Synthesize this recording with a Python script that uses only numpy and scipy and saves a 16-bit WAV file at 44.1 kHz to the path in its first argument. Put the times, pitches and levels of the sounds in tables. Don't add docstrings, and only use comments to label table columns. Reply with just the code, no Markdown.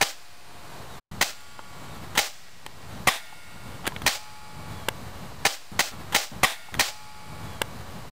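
import sys
import numpy as np
from scipy import signal
from scipy.fft import rfft, irfft
from scipy.io import wavfile
from scipy.ndimage import uniform_filter1d

SR = 44100
rng = np.random.default_rng(int(sys.argv[2]) if len(sys.argv) > 2 else 0)


def file_out(sig):
    cols = np.atleast_2d(sig).T
    lim = np.clip(cols, -1, 1)
    pcm = np.round(lim * 32767).astype(np.int16)
    wavfile.write(sys.argv[1], SR, pcm)


N = 357651
TIME_S = np.arange(N) / SR
CUTOFF_HZ = 15600

# (begins [s], rumble level [dB], rustle level [dB])
SECTIONS = [(0, -49, -45), (1.1, -45.5, -45.5), (2.94, -45, -45.5), (4.016, -42, -44.5)]
# (begins [s], source time [s])
REPEATS = [(5.44, 0.0006), (5.718, 1.1376), (5.918, 1.9469), (6.317, 2.9569), (6.72, 3.9888)]
SECTION_ENDS = [round(row[0] * SR) for row in SECTIONS[1:] + REPEATS[:1]]


def from_db(db):
    return 10 ** (np.asarray(db) / 20)


def rms_one(x):
    return x / np.sqrt(np.mean(x ** 2) + 1e-20)


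def add(out, start_s, sound):
    at = max(round(start_s * SR), 0)
    part = sound[:max(len(out) - at, 0)]
    out[at:at + len(part)] += part


def drift(knots_per_s):
    knots = rng.standard_normal(1000)
    return rms_one(np.interp(TIME_S * knots_per_s, np.arange(len(knots)), knots))


def colour(x, spectrum, resonances=(), size=8192):
    hz = np.arange(size // 2 + 1) * SR / size + 1e-3
    points = np.array(spectrum)
    db = np.interp(np.log(hz), np.log(points[:, 0]), points[:, 1])
    for centre_hz, width_hz, peak_db in resonances:
        db = db + peak_db / (1 + (2 * (hz - centre_hz) / width_hz) ** 2)
    cepstrum = irfft(np.log(from_db(db)))
    cepstrum[1:size // 2] *= 2
    cepstrum[size // 2 + 1:] = 0
    response = irfft(np.exp(rfft(cepstrum)))
    return signal.fftconvolve(x, response / np.linalg.norm(response))[:len(x)]


def decay(t, start_s, length_s):
    return (t >= start_s) * np.exp(-np.maximum(t - start_s, 0) / length_s)


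def breeze(lumpy_db=1.5, flutter_db=0.93, rustle_follows=0.21):
    # (peak time [s], half-length to 1/e [s], rise [dB])
    gusts = [(1.151, 0.13, 5.5), (2.01, .18, 3), (2.99, .06, 7), (3.697, .09, 5.5), (4.056, 0.035, 8),
             (4.7, 0.18, 1.5)]
    # (frequency [Hz], level [dB])
    rumble_colour = [(15, -47.5), (25, -8.5), (43, -4.5), (65, -2), (81, 2.5), (151, -1), (243, -7),
                     (321, -17.5), (400, -27), (520, -41), (880, -120)]
    # (frequency [Hz], level [dB])
    rustle_colour = [(180, -29.5), (300, -1), (1010, -0.5), (2570, -13.5), (2980, -11.5), (3400, -15),
                     (4020, -11.5), (5160, -21), (8090, -18.5), (8640, -21), (13300, -24), (15200, -22.5),
                     (16000, -47.5)]
    section = np.searchsorted(SECTION_ENDS[:-1], np.arange(N), "right")
    _, rumble_db, rustle_db = np.array(SECTIONS)[section].T
    gust_db = sum(db * np.exp(-((TIME_S - peak_s) / length_s) ** 2) for peak_s, length_s, db in gusts)
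    eddies = drift(25)
    rumble_gain = from_db(rumble_db + gust_db + lumpy_db * eddies)
    rumble = rumble_gain * colour(rng.standard_normal(N), rumble_colour)
    rustle_gain = from_db(rustle_db + rustle_follows * gust_db + flutter_db * eddies)
    rustle = rustle_gain * colour(rng.standard_normal(N), rustle_colour)
    return (rumble + rustle) * (np.arange(N) < SECTION_ENDS[-1])


def bang(t, side, stretch, bang_db, puff_db, band, puff_s=0.00341, puff_width_s=0.00019, repeat=0.35):
    # (unstretched time after release [s], level [dB], decay [s])
    stroke = [(0.0, -9.5, 0.0061), (0.003, 0.5, 0.0048), (0.0068, 0, 0.0039), (0.0142, 1.5, 0.0046),
              (0.0188, -2.5, 0.003)]
    # (frequency [Hz], level [dB])
    behind_colour = [(35, -42), (60, -8), (553, -6.5), (822, -2.5), (1550, -3), (2190, 3.5), (2900, -4),
                     (3670, -2.5), (4640, -7.5), (6140, -8), (10000, -12.5), (11300, -20.5), (14600, -15.5),
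                     (16000, -12.5)]
    # (frequency [Hz], level [dB])
    side_colour = [(35, -15), (80, -6), (240, -5.5), (370, -21.5), (590, -8), (780, -7), (1200, -1),
                   (1500, -14), (2000, -3.5), (2800, -9), (4300, -13.5), (9800, -16.5), (11800, -23),
                   (14600, -16), (16000, -45)]
    # (frequency [Hz], width [Hz], level [dB])
    behind_body = [(467, 57, 5), (669, 21, 6.5), (811, 33, 8), (1310, 140, -1.5), (1623, 55, -5.5),
                   (1820, 170, 3.5), (1915, 63, 2.5), (2250, 130, -4), (2600, 120, -2), (3090, 73, -0.5),
                   (3530, 140, 1), (4090, 190, 5), (4340, 60, 5), (4850, 74, 3), (5750, 78, 9.5),
                   (6280, 56, 7)]
    # (frequency [Hz], width [Hz], level [dB])
    side_body = [(262, 51, 8.5), (457, 60, 5), (754, 48, 7.5), (1120, 200, 5), (1530, 140, -15),
                 (1900, 160, 8), (1980, 140, 2.5), (2670, 100, 10.5), (3120, 120, 8.5), (5160, 82, 11),
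                 (6430, 70, -8), (8610, 61, 13)]
    alike = np.clip(repeat, 0, 1)
    force = np.zeros(len(t))
    common = rng.choice([-1, 1], len(t))
    for contact_s, db, length_s in stroke:
        grain = np.sqrt(alike) * common + np.sqrt(1 - alike) * rng.choice([-1, 1], len(t))
        add(force, contact_s * stretch, from_db(db) * grain * decay(t, 0, length_s))
    force *= np.minimum(t / stroke[1][0], 1)
    spectrum, body = (side_colour, side_body) if side > .5 else (behind_colour, behind_body)
    rattle = from_db(bang_db) * colour(force, spectrum, [*body, band])
    u = (t - puff_s) / puff_width_s
    puff = -from_db(puff_db) * u * np.exp((1 - u ** 2) / 2)
    return rattle + puff


def buzz_envelope(t, attack_s=0.019, settles_s=0.094):
    rise_db_per_s, kick_fall_db_per_s, fall_db_per_s, settle_db_per_s = 1550, 600.5, 92.5, 323
    kick_db, thrash_db, tremor_db = 5.5, 1.5, -10.5
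    early_s, late_s = np.maximum(attack_s - t, 0), np.maximum(t - attack_s, 0)
    settled_s = np.maximum(t - settles_s, 0)
    kick = from_db(kick_db - kick_fall_db_per_s * late_s)
    thrash = from_db(thrash_db - fall_db_per_s * late_s - settle_db_per_s * settled_s)
    tremor = from_db(tremor_db - fall_db_per_s * late_s)
    return from_db(-rise_db_per_s * early_s) * np.sqrt(kick ** 2 + thrash ** 2 + tremor ** 2)


def buzz(t, side, clash_hz=85, throb_db=0.2, grain_db=2.0):
    # (frequency [Hz], level [dB])
    behind_colour = [(150, -47.5), (250, -14.5), (460, -9.5), (618, 0), (674, -3.5), (831, 0.5),
                     (922, -9.5), (1040, -4.5), (3770, -3), (4340, -2), (7840, -7), (10400, -16.5),
                     (14900, -16), (16000, -13.5)]
    # (frequency [Hz], level [dB])
    side_colour = [(150, -40), (250, -16), (476, -12), (519, -2.5), (566, -15), (618, -1), (674, 1.5),
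                   (1330, -5.5), (1980, -0.5), (3120, -6.5), (3460, 0.5), (4340, -8), (8700, -12),
                   (16000, -20.5)]
    noise = rng.standard_normal(len(t))
    grain = np.repeat(rng.standard_normal(len(t)), 24)[:len(t)]
    ticks = rms_one(noise * from_db(grain_db * grain))
    surge_db = throb_db * np.sin(2 * np.pi * (clash_hz * t + rng.random()))
    return colour(ticks * buzz_envelope(t) * from_db(surge_db), side_colour if side > .5 else behind_colour)


def spring_ring(t, modes, spread_db=2.0):
    chance = rng.standard_normal((len(modes), 2))
    ring = np.zeros(len(t))
    for (hz, rms_db, t60_s), (strength, phase) in zip(modes, chance):
        gain = np.sqrt(2) * from_db(rms_db + spread_db * strength - 60 * t / t60_s)
        ring += gain * np.sin(2 * np.pi * (hz * t + phase))
    return ring


def shimmer(t, level_db=-34, t60_s=1.84, count=700):
    # (frequency [Hz], level [dB])
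    haze_colour = [(400, -41), (700, -19), (1400, -5), (2200, -1.5), (3500, -5), (6000, -22.5),
                   (9000, -9.5), (12000, -19.5), (15000, -17), (16000, -31.5)]
    # (frequency [Hz], width [Hz], level [dB])
    coil_bands = [(2250, 200, 3), (4560, 450, 7.5), (7520, 600, 10.5)]
    lines = np.zeros(len(t) // 2 + 1, complex)
    at = (rng.random(count) * len(lines)).astype(int)
    lines[at] = rng.standard_normal(count) + 1j * rng.standard_normal(count)
    haze = rms_one(colour(irfft(lines, len(t)), haze_colour, coil_bands))
    return haze * from_db(level_db - 60 * t / t60_s)


def shots(band_width=0.45):
    # (time [s], bang level [dB], heard from behind 0 or side 1, stroke duration factor, puff level [dB],
    #   buzz level [dB], ring level [dB], favoured spring mode [Hz], its boost [dB],
    #   favoured body band [Hz], its boost [dB])
    shot_rows = [(0.0109, 10.5, 0, 0.95, 1.5, -10, -4.5, 710.6, 12.5, 1600, 4),
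                 (1.2103, 8.5, 0, 0.94, -1, -12, -1.5, 1415, 7, 800, 1.5),
                 (2.1740, 11.5, 0, 1.09, 5, -5.5, -11, 1911, 17.5, 4800, -0.5),
                 (3.0708, 10.5, 1, 0.92, 13.5, -9, 2, 1415, 19, 3300, 2.5),
                 (4.0617, 7, 0, 0.99, 6, -9, 1, 850.6, 8, 248, 11)]
    # (frequency [Hz], level from behind [dB], level from the side [dB], t60 [s])
    spring_modes = [(710.6, -51.5, -51, 2.7), (850.6, -39.5, -45, 1.78), (861.3, -45.5, -42, 1),
                    (984, -46.5, -45.5, 1.5), (1060, -42.5, -50, 1.2), (1138, -43.5, -67, 3.2),
                    (1266, -40.5, -58, 1.5), (1415, -44.5, -55.5, 1.69), (1810, -44, -28.5, 0.77),
                    (1911, -46, -45, 1.84), (2060, -50, -30, 0.78), (2200, -48.5, -32, 1.35),
                    (2190, -48, -38, 0.61), (2254, -46, -55, 2.95), (2455, -50, -52, 1.1),
                    (2640, -42.5, -42, 1.34), (2780, -53, -42, 1.34), (3550, -47.5, -40, 1.06),
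                    (3700, -54, -44, 1.3), (4100, -41.5, -56, 1.5), (4360, -52.5, -60, 1.4),
                    (4560, -38, -52, 0.98), (4800, -43.5, -48, 1.4), (7200, -48, -57, 1.4),
                    (7590, -51, -57, 1.2), (8300, -53, -48, 1.5), (9733, -61, -49, 1.5),
                    (10866, -48, -54, 1.7), (14266, -59, -49, 1.6)]
    out, t = np.zeros(N), TIME_S[:SR * 3 // 2]
    hz, behind_db, side_db, t60_s = np.transpose(spring_modes)
    for (start_s, bang_db, side, stretch, puff_db, buzz_db, ring_db,
         tone_hz, boost_db, band_hz, band_db) in shot_rows:
        favoured = np.arange(len(hz)) == np.argmin(np.abs(hz - tone_hz))
        mode_db = (side_db if side > .5 else behind_db) + boost_db * favoured
        ring = from_db(ring_db) * spring_ring(t, np.transpose([hz, mode_db, t60_s])) + shimmer(t)
        band = (band_hz, band_width * band_hz, band_db)
        clack = bang(t, side, stretch, bang_db, puff_db, band)
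        shot = clack + from_db(buzz_db) * buzz(t, side) + ring
        end = min(end for end in SECTION_ENDS if end > start_s * SR)
        add(out[:end], start_s, shot)
    return out


def bird(droop=.08):
    # (time [s], length [s], highest pitch [Hz], level [dB])
    whistles = [(0.882, 0.093, 3870, -52), (1.86, .14, 3750, -56), (4.677, 0.24, 3420, -55)]
    out = np.zeros(N)
    for start_s, length_s, hz, db in whistles:
        u = np.linspace(0, 1, round(length_s * SR))
        pitch_hz = hz * (1 - droop * (1.9 * u - .5) ** 2)
        add(out, start_s, from_db(db) * np.sin(np.pi * u) * np.sin(2 * np.pi * np.cumsum(pitch_hz) / SR))
    return out


def slips(count=3, last_s=3.8672, gap_s=0.0122):
    last_db, step_db, decay_s = -21.5, 6, 0.0085
    dull_hz, dull_ratio = 9000, 0.48
    ring_hz, ring_db = 1260, 1
    return [(last_s - k * gap_s, last_db - k * step_db, dull_hz * dull_ratio ** k, decay_s, ring_hz, ring_db)
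            for k in range(count)]


def clicks(scrape=0.36, ring_width_hz=220, size=88):
    # (time [s], peak short-term rms [dB], dull above [Hz], scrape decay [s],
    #   ring [Hz], ring strength [dB])
    handling = [(1.408, -33, 9000, 0.0028, 4460, 8), (1.592, -20, 1300, 0.0029, 1170, 13),
                (2.153, -27, 8000, 0.018, 840, 8), (2.482, -34, 5000, .008, 1610, 4),
                (2.6637, -20, 9000, 0.0024, 2900, 5), (3.326, -28, 990, .005, 800, 8),
                (3.8765, -14, 10900, 0.0012, 1600, 10), (3.921, -33.5, 3000, 0.0025, 1000, 19),
                (3.9634, -24, 2600, 0.0018, 2200, 12), (4.019, -28, 9000, .004, 1200, 8),
                (4.8850, -16.5, 600, 0.00071, 352, 4), (4.8866, -13, 9000, 0.0018, 2050, 7.5),
                (6.7418, -25.5, 9000, 0.0017, 1900, 18)]
    # (frequency [Hz], level [dB])
    click_colour = [(80, -19), (200, -2), (600, -2.5), (1200, -0.5), (2000, -3), (3200, -3), (5500, -16.5),
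                    (9000, -9), (12000, -13), (14500, 1), (16000, -17)]
    # (frequency [Hz], width [Hz], level [dB])
    click_body = [(418, 75, -1.5), (870, 74, 4.5), (1640, 150, 4), (2430, 310, -3), (3300, 600, 4),
                  (9940, 260, 4), (14030, 370, 4)]
    out, t = np.zeros(N), TIME_S[:SR // 10]
    for start_s, db, dull_hz, length_s, ring_hz, ring_db in handling + slips():
        force = (t == 0) + scrape * rng.standard_normal(len(t)) * decay(t, 0, length_s)
        lowpass = signal.butter(2, min(dull_hz, CUTOFF_HZ), fs=SR, output="sos")
        force = signal.sosfilt(lowpass, force)
        click = colour(force, click_colour, [*click_body, (ring_hz, ring_width_hz, ring_db)])
        loudest = np.sqrt(uniform_filter1d(click ** 2, size).max())
        add(out, start_s, from_db(db) * click / loudest)
    return out


def scene():
    return (shots() + clicks() + breeze() + bird())[None]


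def gain_control(x, threshold_db=-19.5, release_db_per_s=33.5, sense_hz=4500,
                 lag_s=0.00094, attack_s=0.0028, size=300):
    sensed = signal.sosfilt(signal.butter(1, sense_hz, "high", fs=SR, output="sos"), x)
    power = np.maximum(uniform_filter1d(sensed ** 2, size), 1e-12)
    over_db = np.maximum(10 * np.log10(power) - threshold_db, 0)
    over_db = np.interp(TIME_S - lag_s, TIME_S, over_db)
    ramp_db = release_db_per_s * TIME_S
    pieces = np.split(over_db + ramp_db, SECTION_ENDS)
    cut_db = np.concatenate([np.maximum.accumulate(p) for p in pieces]) - ramp_db
    return x * from_db(-uniform_filter1d(cut_db, max(round(attack_s * SR), 1)))


def replay(x):
    out = x.copy()
    ends = [round(start_s * SR) for start_s, _ in REPEATS[1:]] + [N]
    for (start_s, source_s), end in zip(REPEATS, ends):
        add(out[:end], start_s, x[round(source_s * SR):])
    return out


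def fades(fade_out_s=0.016, fade_in_s=0.003, floor_db=-58):
    # (fade-out ends [s], fade-in begins [s])
    silences = [(1.0, 1.112), (8.102, 8.2)]
    gain = np.ones(N)
    for begins_s, ends_s in silences:
        slope = np.maximum((begins_s - TIME_S) / fade_out_s, (TIME_S - ends_s) / fade_in_s)
        gain *= np.clip(slope, from_db(floor_db), 1)
    return gain


def record(dry, hiss_db=-55, offset=-0.0091, top=0.57):
    # (frequency [Hz], level [dB])
    hiss_colour = [(120, -27), (200, -8.5), (500, -14), (709, -10), (1210, -4), (4040, -10), (4600, -5),
                   (11900, -23), (14900, -18.5), (16000, -36.5)]
    rounded = top * np.tanh(gain_control(dry[0]) / top)
    sound = replay(rounded)
    hiss = from_db(hiss_db) * colour(rng.standard_normal(N), hiss_colour)
    sound = (sound + hiss + offset) * fades()
    return signal.sosfilt(signal.ellip(10, .1, 70, CUTOFF_HZ, fs=SR, output="sos"), sound)[None]


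dry = scene()
out = record(dry)
file_out(out)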